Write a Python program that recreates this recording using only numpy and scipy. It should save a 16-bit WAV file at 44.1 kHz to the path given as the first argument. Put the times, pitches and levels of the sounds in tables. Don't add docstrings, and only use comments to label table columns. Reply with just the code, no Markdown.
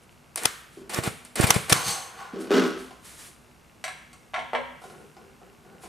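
import sys
import numpy as np
from scipy import signal
from scipy.fft import rfft, irfft
from scipy.io import wavfile

SR = 44100
rng = np.random.default_rng(int(sys.argv[2]) if len(sys.argv) > 2 else 0)


def store_wav(level_fs):
    pcm = np.round(np.clip(np.atleast_2d(level_fs), -1, 1) * 32767)
    wavfile.write(sys.argv[1], SR, pcm.T.astype(np.int16))


N = 259308
TIME = np.arange(N) / SR

# (time [s], crack towards the walls [dB], rip towards the microphone [dB], rip fall [s])
RELEASES = [(.359, -2, -18, 0.0018), (0.374, 5, -26, 0.0022), (0.435, -13, -24, 0.0023),
            (0.895, -1.5, -40, 0.0029), (0.934, 2.5, -36, 0.0028), (1.034, 5.5, -44, 0.0047),
            (1.25, -11, -37.5, 0.0011), (1.356, 6.5, -25.5, 0.0032), (1.409, 10, -23, 0.0044),
            (1.469, 9.5, -25, 0.0025), (1.54, 10, -58, 0.003), (1.6965, 15.5, -13.5, 0.000668),
            (1.746, -0.5, -29.5, .004)]
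# (frequency [Hz], density [dB per Hz])
CRACK_COLOUR = [(180, -31), (320, 2.5), (1400, -5.5), (2400, -2.5), (4300, -7.5), (6500, -10.5), (8200, -6),
                (9600, -3.5), (11500, -10.5), (14200, -24), (16000, -22)]
# (frequency [Hz], density [dB per Hz])
RIP_COLOUR = [(300, -22), (900, -7), (2000, -15), (5000, -14.5), (7000, -12), (9200, 1.5), (10500, -9),
              (13000, -14), (16000, -21)]
# (frequency [Hz], level [dB], t60 [s])
GUN_MODES = [(785, -5, 0.0113), (1053, -1.5, 0.032), (1400, -14, 0.0066), (1720, -27.5, 0.021),
             (1960, 7.5, 0.0061), (2240, 4, 0.0103), (2740, 5.5, 0.006), (3350, 8, 0.0055),
             (4020, -3, .006), (4600, 1, 0.0031), (6000, -6, 0.018), (8300, -42, 0.008),
             (8830, -4.5, 0.036), (9400, 4.5, 0.01)]
JOLT_DB = -60

# (time [s], puff level [dB], left over right [dB], whirr level [dB], flight [s])
PASSES = [(.457, -25.5, -4, -30, 0.046), (.989, -14.5, -5, -29, 0.095), (1.077, -16.5, -2, -28, 0.052),
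          (1.401, -13.5, -15.5, -24.5, 0.034), (1.4428, -9, 8.5, -19, 0.027),
          (1.505, -18.5, -5, -24, 0.037), (1.5646, -12, 6, -27, .029), (1.7232, -10, -5.5, -28.5, 0.04)]
# (frequency [Hz], density [dB per Hz])
WHIRR_COLOUR = [(120, -26.5), (200, 1.5), (880, -1), (1720, -1.5), (2020, -2), (5170, -14.5), (8570, -11.5),
                (15000, -22)]
PUFF_HZ = 116

# (time [s], slap towards the walls [dB], crackle [dB], hold [s], left over right [dB])
SLAPS = [(0.4545, -11, -12, .0039, 7), (0.9448, -21.5, -25, 0.0024, 0.5), (1.073, -40.5, -47, 0.0024, -4),
         (1.505, -7.5, -8, 0.004, 1.5), (1.512, -21, -23, .0024, -3.5), (1.7247, -4.5, -10, 0.0065, 0)]
# (frequency [Hz], density [dB per Hz])
SLAP_COLOUR = [(120, -37.5), (200, -3.5), (1520, -1), (3250, -3.5), (4620, -9.5), (5550, 0), (6930, -6.5),
               (10200, -4.5), (15000, -19.5), (16500, -33)]
# (frequency [Hz], density [dB per Hz])
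SLAP_ECHO_COLOUR = [(200, 11), (800, 7.5), (1200, 23), (2000, 17), (2400, 11.5), (2900, 16), (4500, 11.5),
                    (10000, 9.5), (16000, 0)]

# (time [s], level [dB], bass [dB], treble [dB])
KNOCKS = [(3.841, -14, -5, -3.5), (3.88, -18.5, -10.5, -11), (4.131, -37.5, -2, 4), (4.336, -23.5, 7, -22),
          (4.342, -10.5, -12, -35), (4.362, -16.5, -5, -36), (4.377, -23.5, 7, -39),
          (4.392, -18.5, -2, -33), (4.407, -31, -22, -35), (4.421, -28.5, 3, -32), (4.533, -22, 18, -15),
          (4.55, -11, 8, -48)]
# (frequency [Hz], level [dB], t60 [s])
BENCH_MODES = [(249, 14, 0.49), (399, -4, 0.06), (570, 3, .04), (665, 4, .035), (747, 6, .04),
               (955, 2, .03), (1097, -2, .06), (1397, -2, 0.048), (1720, -2, .05)]

# (time [s], frame [dB], upper modes [dB], drag [s], jerk as the legs break loose [dB])
SHOVES = [(.772, -44, -60.5, 0.055, -51), (2.335, -32, -49, 0.19, -43), (2.507, -17, -27, 0.081, -23)]
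# (frequency [Hz], level [dB], t60 [s])
STOOL_LOW_MODES = [(201.6, -11, 0.068), (216, -11.5, 0.031), (263.5, 5, 0.21), (275, -2.5, 0.047),
                   (338, 2.5, 0.0724), (350, -4, 0.035), (410, -2, 0.066), (388, 4, 0.17),
                   (487, -7.5, 0.037), (488, -4.5, 0.025), (523, -16, .04)]
# (frequency [Hz], level [dB], t60 [s])
STOOL_HIGH_MODES = [(690, -8, 0.044), (820, -4, 0.023), (1095, 4, 0.0095), (1113, -18.5, 0.06),
                    (1307, -0.5, 0.028), (1440, -11.5, .12), (1558, 0.5, 0.028), (1920, 7, 0.00278),
                    (2610, -1, 0.0051), (2900, -6, 0.0063), (3230, -1, 0.005), (4100, 6, 0.0014),
                    (5260, -6, 0.0032)]
SHOVE_RISE_S, SHOVE_FALL_S = 0.001, 0.1
SHOVE_SAG_S = 0.38
UPPER_LAG_S, UPPER_RISE_S, UPPER_FALL_S = 0.0073, 0.0054, 0.089
JUDDER_HZ, JUDDER_DEPTH = 72, 0.24

# (time [s], jingle [dB], slide [dB], rumble [dB])
STIRS = [(1.765, -35.5, -34, -49), (1.88, -27, -42.5, -39), (2.192, -53, -44, -59.5)]
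# (frequency [Hz], level [dB], t60 [s])
METAL_MODES = [(3200, -4.5, .004), (4410, -4, 0.006), (5100, 6.5, 0.0012), (6310, -0.5, 0.01),
               (7100, 1.5, 0.0026), (8020, -1.5, 0.0058), (8700, -1.5, 0.0026), (9780, -5, 0.0017)]
# (frequency [Hz], level [dB], t60 [s])
SLIDE_MODES = [(533, -12.5, 0.046), (806, -14, 0.064), (1080, -1, 0.01), (1457, -7.5, 0.012),
               (1900, 4.5, 0.00091)]
STIR_RISE_S, JINGLE_FALL_S, SLIDE_FALL_S, RUMBLE_FALL_S = 0.025, 0.053, 0.13, 0.025

# (time [s], level [dB], bass [dB], treble [dB])
STEPS = [(2.9088, -41.5, 4, -33), (4.8179, -49.5, 12, -17.5), (4.8394, -41, 6.5, -13),
         (4.8994, -44.5, 2, -14), (5.1674, -44.5, 6.5, -27), (5.4154, -56, 18.5, -19.5),
         (5.6486, -57, 11.5, -15), (5.8361, -41.5, 4.5, -27), (5.8594, -43, -8, -29)]
# (time [s], level [dB], drag [s])
SCUFFS = [(4.845, -52, 0.14), (5.172, -55, 0.061), (5.415, -57, 0.072), (5.65, -55.5, 0.12),
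          (5.839, -55, .02)]
# (frequency [Hz], level [dB], t60 [s])
SHOE_MODES = [(253, -3.5, 0.037), (403, -5, 0.067), (444, -13, 0.045), (510, -9.5, 0.075), (753, -5, 0.014),
              (1052, -15.5, 0.042), (1413, -5, 0.01)]
SCUFF_RISE_S, SCUFF_FALL_S = 0.0064, 0.075

# (time [s], level [dB], hold [s], fade [s])
BRUSHES = [(0.035, -60, .004, 0.0098), (0.12, -63, .004, 0.012), (0.732, -59, 0.078, 0.014),
           (2.41, -46, 0.0035, 0.047), (2.67, -48, .005, 0.037), (2.792, -50, 0.0086, .1),
           (3.052, -47.5, 0.063, 0.11), (3.194, -49, 0.081, 0.041), (4.822, -56, 0.036, 0.19),
           (5.831, -49.5, 0.017, .05)]
# (frequency [Hz], density [dB per Hz])
CLOTH_COLOUR = [(880, -4), (1500, -1), (2270, -1.5), (2640, -4.5), (3000, -4), (5280, -5.5), (10100, -2),
                (14100, -17), (16000, -22)]
BRUSH_RISE_S = 0.013

# (frequency [Hz], density [dB per Hz])
AIR_COLOUR = [(18, -45.5), (30, -28), (48, -5), (109, -3.5), (199, -2.5), (280, -16.5), (303, -6),
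              (512, -11), (684, -11.5), (1460, -13.5), (1860, -19.5), (2120, -18), (3220, -23.5),
              (7870, -26), (13500, -31), (16000, -50)]
AIR_DB = -56
# (frequency [Hz], rms level [dB])
HUM = [(59.5, -67.5), (149, -68.5), (244, -66)]
# (frequency [Hz], level [dB], t60 [s])
BUZZ_MODES = [(2250, -58, .006), (2700, -54, .007)]
BUZZ_PER_S, BUZZ_START_S = 59.94, 0.0105

# (frequency [Hz], t60 [s])
SHOP_T60 = [(100, 0.45), (500, 0.51), (2000, 0.82), (6000, 0.4), (14000, 0.87)]
# (frequency [Hz], likeness [0 to 1])
LIKENESS = [(60, 0.41), (180, 0.453), (550, 0.63), (1650, 0.4), (4970, 1), (15000, 1)]
CUTOFF_HZ = 16600


def releases():
    rip = sum(amp(rip_db) * burst(s, 0.00036, fall) for s, _, rip_db, fall in RELEASES)
    jolts = [(s, crack_db + JOLT_DB, -6, -6) for s, crack_db, *_ in RELEASES]
    frame = ring(blows(jolts), GUN_MODES)
    direct = filtered(rip * noise(RIP_COLOUR)[0] + frame, 300, "high")
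    to_walls = filtered(clicks(RELEASES, CRACK_COLOUR) + frame, 300, "high")
    return direct, to_walls


def passes():
    whirr = noise(WHIRR_COLOUR)
    turbulence = rng.standard_normal((2, N))
    lumps = rms_one(filtered(turbulence, [60, 500], "band"))
    out = 0
    for s, puff_db, lr_db, whirr_db, flight in PASSES:
        after = np.maximum(TIME - s, 0)
        swing = np.sin(2 * np.pi * PUFF_HZ * after) * np.exp(-after / 0.0027)
        suck = 0.86 * burst(s - 0.0006, 0.0011, 0.00013)
        puff = 1.23 * (swing - suck) + 0.38 * lumps * burst(s, 0.0038, 0.0031)
        out = out + amp(puff_db) * pan(lr_db) * puff
        swell = (TIME > s - flight) * burst(s, 0.74 * flight, 0.01)
        out = out + amp(whirr_db) * swell * whirr
    return out


def slaps():
    crackle = noise(SLAP_COLOUR) + 0.5 * noise(SLAP_COLOUR)[0] * [[1], [-1]]
    level = sum(amp(db) * held(s, 0.00035, hold, 0.00063) * pan(lr_db) for s, _, db, hold, lr_db in SLAPS)
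    return crackle * level


def knocks():
    force = blows(KNOCKS)
    blow = np.searchsorted(np.array(KNOCKS)[:, 0], TIME + 0.00093)
    shares_db = rng.normal(0, 3, (len(KNOCKS) + 1, len(GUN_MODES)))
    gun = 0
    for mode, share_db in zip(GUN_MODES, shares_db.T):
        gun = gun + ring(force * amp(share_db[blow]), [mode])
    return amp(9.0) * force + amp(-18.5) * gun + amp(-25) * ring(force, BENCH_MODES)


def stool():
    judder = slips(per_s=980.0, spread_db=-1.5)
    judder = judder * (1 + JUDDER_DEPTH * np.cos(2 * np.pi * JUDDER_HZ * TIME))
    frame, upper = 0, 0
    for s, frame_db, upper_db, drag, _ in SHOVES:
        push = held(s, SHOVE_RISE_S, drag, SHOVE_FALL_S) * burst(s, np.inf, SHOVE_SAG_S)
        frame = frame + amp(frame_db) * push
        late = held(s + UPPER_LAG_S, UPPER_RISE_S, drag - UPPER_LAG_S, UPPER_FALL_S)
        upper = upper + amp(upper_db) * late
    jerk = np.zeros(N)
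    jerk[[round(row[0] * SR) for row in SHOVES]] = amp(np.array(SHOVES)[:, 4])
    groan = rms_one(filtered(ring(judder, STOOL_LOW_MODES), 640, "low", order=4))
    scrape = rms_one(filtered(ring(judder, STOOL_HIGH_MODES), 900, "high"))
    low = frame * groan + ring(jerk, STOOL_LOW_MODES)
    high = upper * scrape + amp(-11) * ring(jerk, STOOL_HIGH_MODES)
    return filtered(low + high, 199, "high", order=6)


def rattle():
    jingle = filtered(ring(slips(per_s=4000.0, spread_db=3), METAL_MODES), 2000, "high")
    slide = filtered(ring(slips(per_s=1200.0, spread_db=0.5), SLIDE_MODES), 610, "high")
    rumble = filtered(rng.standard_normal(N), [65, 170], "band")
    parts = [(jingle, JINGLE_FALL_S), (slide, SLIDE_FALL_S), (rumble, RUMBLE_FALL_S)]
    out = 0
    for k, (part, fall) in enumerate(parts):
        level = sum(amp(levels[k]) * burst(s, STIR_RISE_S, fall) for s, *levels in STIRS)
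        out = out + level * rms_one(part)
    return out


def feet():
    taps = blows(STEPS)
    drag = sum(amp(db) * held(s, SCUFF_RISE_S, length, SCUFF_FALL_S) for s, db, length in SCUFFS)
    scuff = drag * rms_one(ring(slips(per_s=330.0, spread_db=1.0), SHOE_MODES))
    both = amp(20.0) * taps + amp(-1.0) * ring(taps, SHOE_MODES) + scuff
    return filtered(both, 173, "high", order=4)


def rustle():
    rub = sum(amp(db) * held(s, BRUSH_RISE_S, hold, fade) for s, db, hold, fade in BRUSHES)
    return noise(CLOTH_COLOUR) * rub


def shop(x):
    size = int(0.7 * SR)
    t = np.arange(size) / SR
    white = noise([(20, 0), (20000, 0)], size=size)
    tail = 0
    for k, low in enumerate(60 * 2.0 ** np.arange(8)):
        band = filtered(white, [low, 2 * low], "band")
        tail = tail + (-1) ** k * band * amp(-60 * t / at_hz(SHOP_T60, 1.18 * low))
    onset = 1 - np.exp(-(t / 0.0015) ** 2)
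    near = 1 + 2.0 * np.exp(-t / 0.014)
    tail = tail * onset * near
    return signal.fftconvolve(x[None], tail / np.sqrt(np.sum(tail ** 2) / 2), axes=1)[:, :N]


def air():
    ticks = np.zeros(N)
    ticks[(np.arange(BUZZ_START_S, N / SR, 1 / BUZZ_PER_S) * SR).astype(int)] = 1
    ticks = ticks * amp(rng.normal(0, 3, N))
    out = amp(AIR_DB) * filtered(noise(AIR_COLOUR), 53, "high", order=8) + ring(ticks, BUZZ_MODES)
    for hz, level_db in HUM:
        out = out + amp(level_db) * rms_one(ring(rng.standard_normal(N), [(hz, 0, 0.6)]))
    return out


def blows(rows):
    out = np.zeros(N)
    size = 882
    for s, level_db, bass_db, treble_db in rows:
        trail = 0.085 * rng.standard_normal(size) * np.exp(-np.arange(size) / SR / 0.0058)
        ragged = trail + (np.arange(size) == 0)
        push = filtered(filtered(ragged, [1000, 4200], "band"), 6000, "low", order=1)
        push = push - amp(bass_db) * filtered(ragged, [540, 1100], "band")
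        push = push - amp(treble_db) * filtered(ragged, [4200, 10500], "band")
        at = round(s * SR)
        out[at:at + size] += amp(level_db) * push[:N - at]
    return out


def slips(per_s, spread_db):
    sizes = amp(spread_db * np.minimum(rng.exponential(1, N), 4)) * rng.choice([-1, 1], N)
    return rms_one(sizes * (rng.random(N) < per_s / SR))


def clicks(rows, spectrum):
    train = np.zeros(N)
    train[[round(row[0] * SR) for row in rows]] = amp(np.array(rows)[:, 1])
    return irfft(rfft(train) * amp(at_hz(spectrum, np.arange(N // 2 + 1) * SR / N)), N)


def ring(force, modes):
    out = 0
    for hz, level_db, t60 in modes:
        r, w = amp(-60 / (t60 * SR)), 2 * np.pi * hz / SR
        push = [0, amp(level_db) * np.sin(w)]
        out = out + signal.lfilter(push, [1, -2 * r * np.cos(w), r * r], force + 1e-18)
    return out


def noise(spectrum, size=N):
    hz = np.arange(size // 2 + 1) * SR / size
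    alike = np.clip(at_hz(LIKENESS, hz), 0, 1)
    mid, side = rfft(rng.standard_normal((2, size)))
    both = np.sqrt(1 + alike) * mid + np.sqrt(1 - alike) * side * [[1], [-1]]
    return rms_one(irfft(both * amp(at_hz(spectrum, hz)), size))


def burst(s, rise, fall):
    return np.exp(-np.maximum((s - TIME) / max(rise, 1e-5), (TIME - s) / max(fall, 1e-5)))


def held(s, rise, hold, fall):
    return np.minimum(burst(s, rise, np.inf), burst(s + hold, np.inf, fall))


def pan(db):
    return amp(np.array([[db / 2], [-db / 2]]))


def filtered(x, hz, kind, order=2):
    return signal.sosfilt(signal.butter(order, hz, kind, fs=SR, output="sos"), x)


def at_hz(points, hz):
    table = np.array(points)
    return np.interp(np.log(np.maximum(hz, 1)), np.log(table[:, 0]), table[:, 1])


def amp(db):
    return 10 ** (np.asarray(db) / 20)


def rms_one(x):
    return x / np.sqrt(np.mean(x ** 2) + 1e-20)


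def scene():
    (shots, cracks), legs, loose, steps = releases(), stool(), rattle(), feet()
    wood = filtered(knocks(), 146, "high", order=4)
    flying = filtered(passes(), 48.8, "high", order=1)
    to_walls = cracks + clicks(SLAPS, SLAP_ECHO_COLOUR) + amp(-8) * flying.mean(0)
    to_walls = to_walls + amp(-1.5) * wood + amp(1.5) * steps + amp(-6.5) * legs + amp(-1.5) * loose
    direct = shots + amp(-3.5) * wood + steps + legs + amp(-1.5) * loose
    return direct + slaps() + flying + shop(to_walls) + rustle() + air()


def record(dry):
    rounded = 1.2 * np.tanh(dry / 1.2)
    return signal.sosfilt(signal.cheby2(16, 95, CUTOFF_HZ, fs=SR, output="sos"), rounded)


dry = scene()
out = record(dry)
store_wav(out)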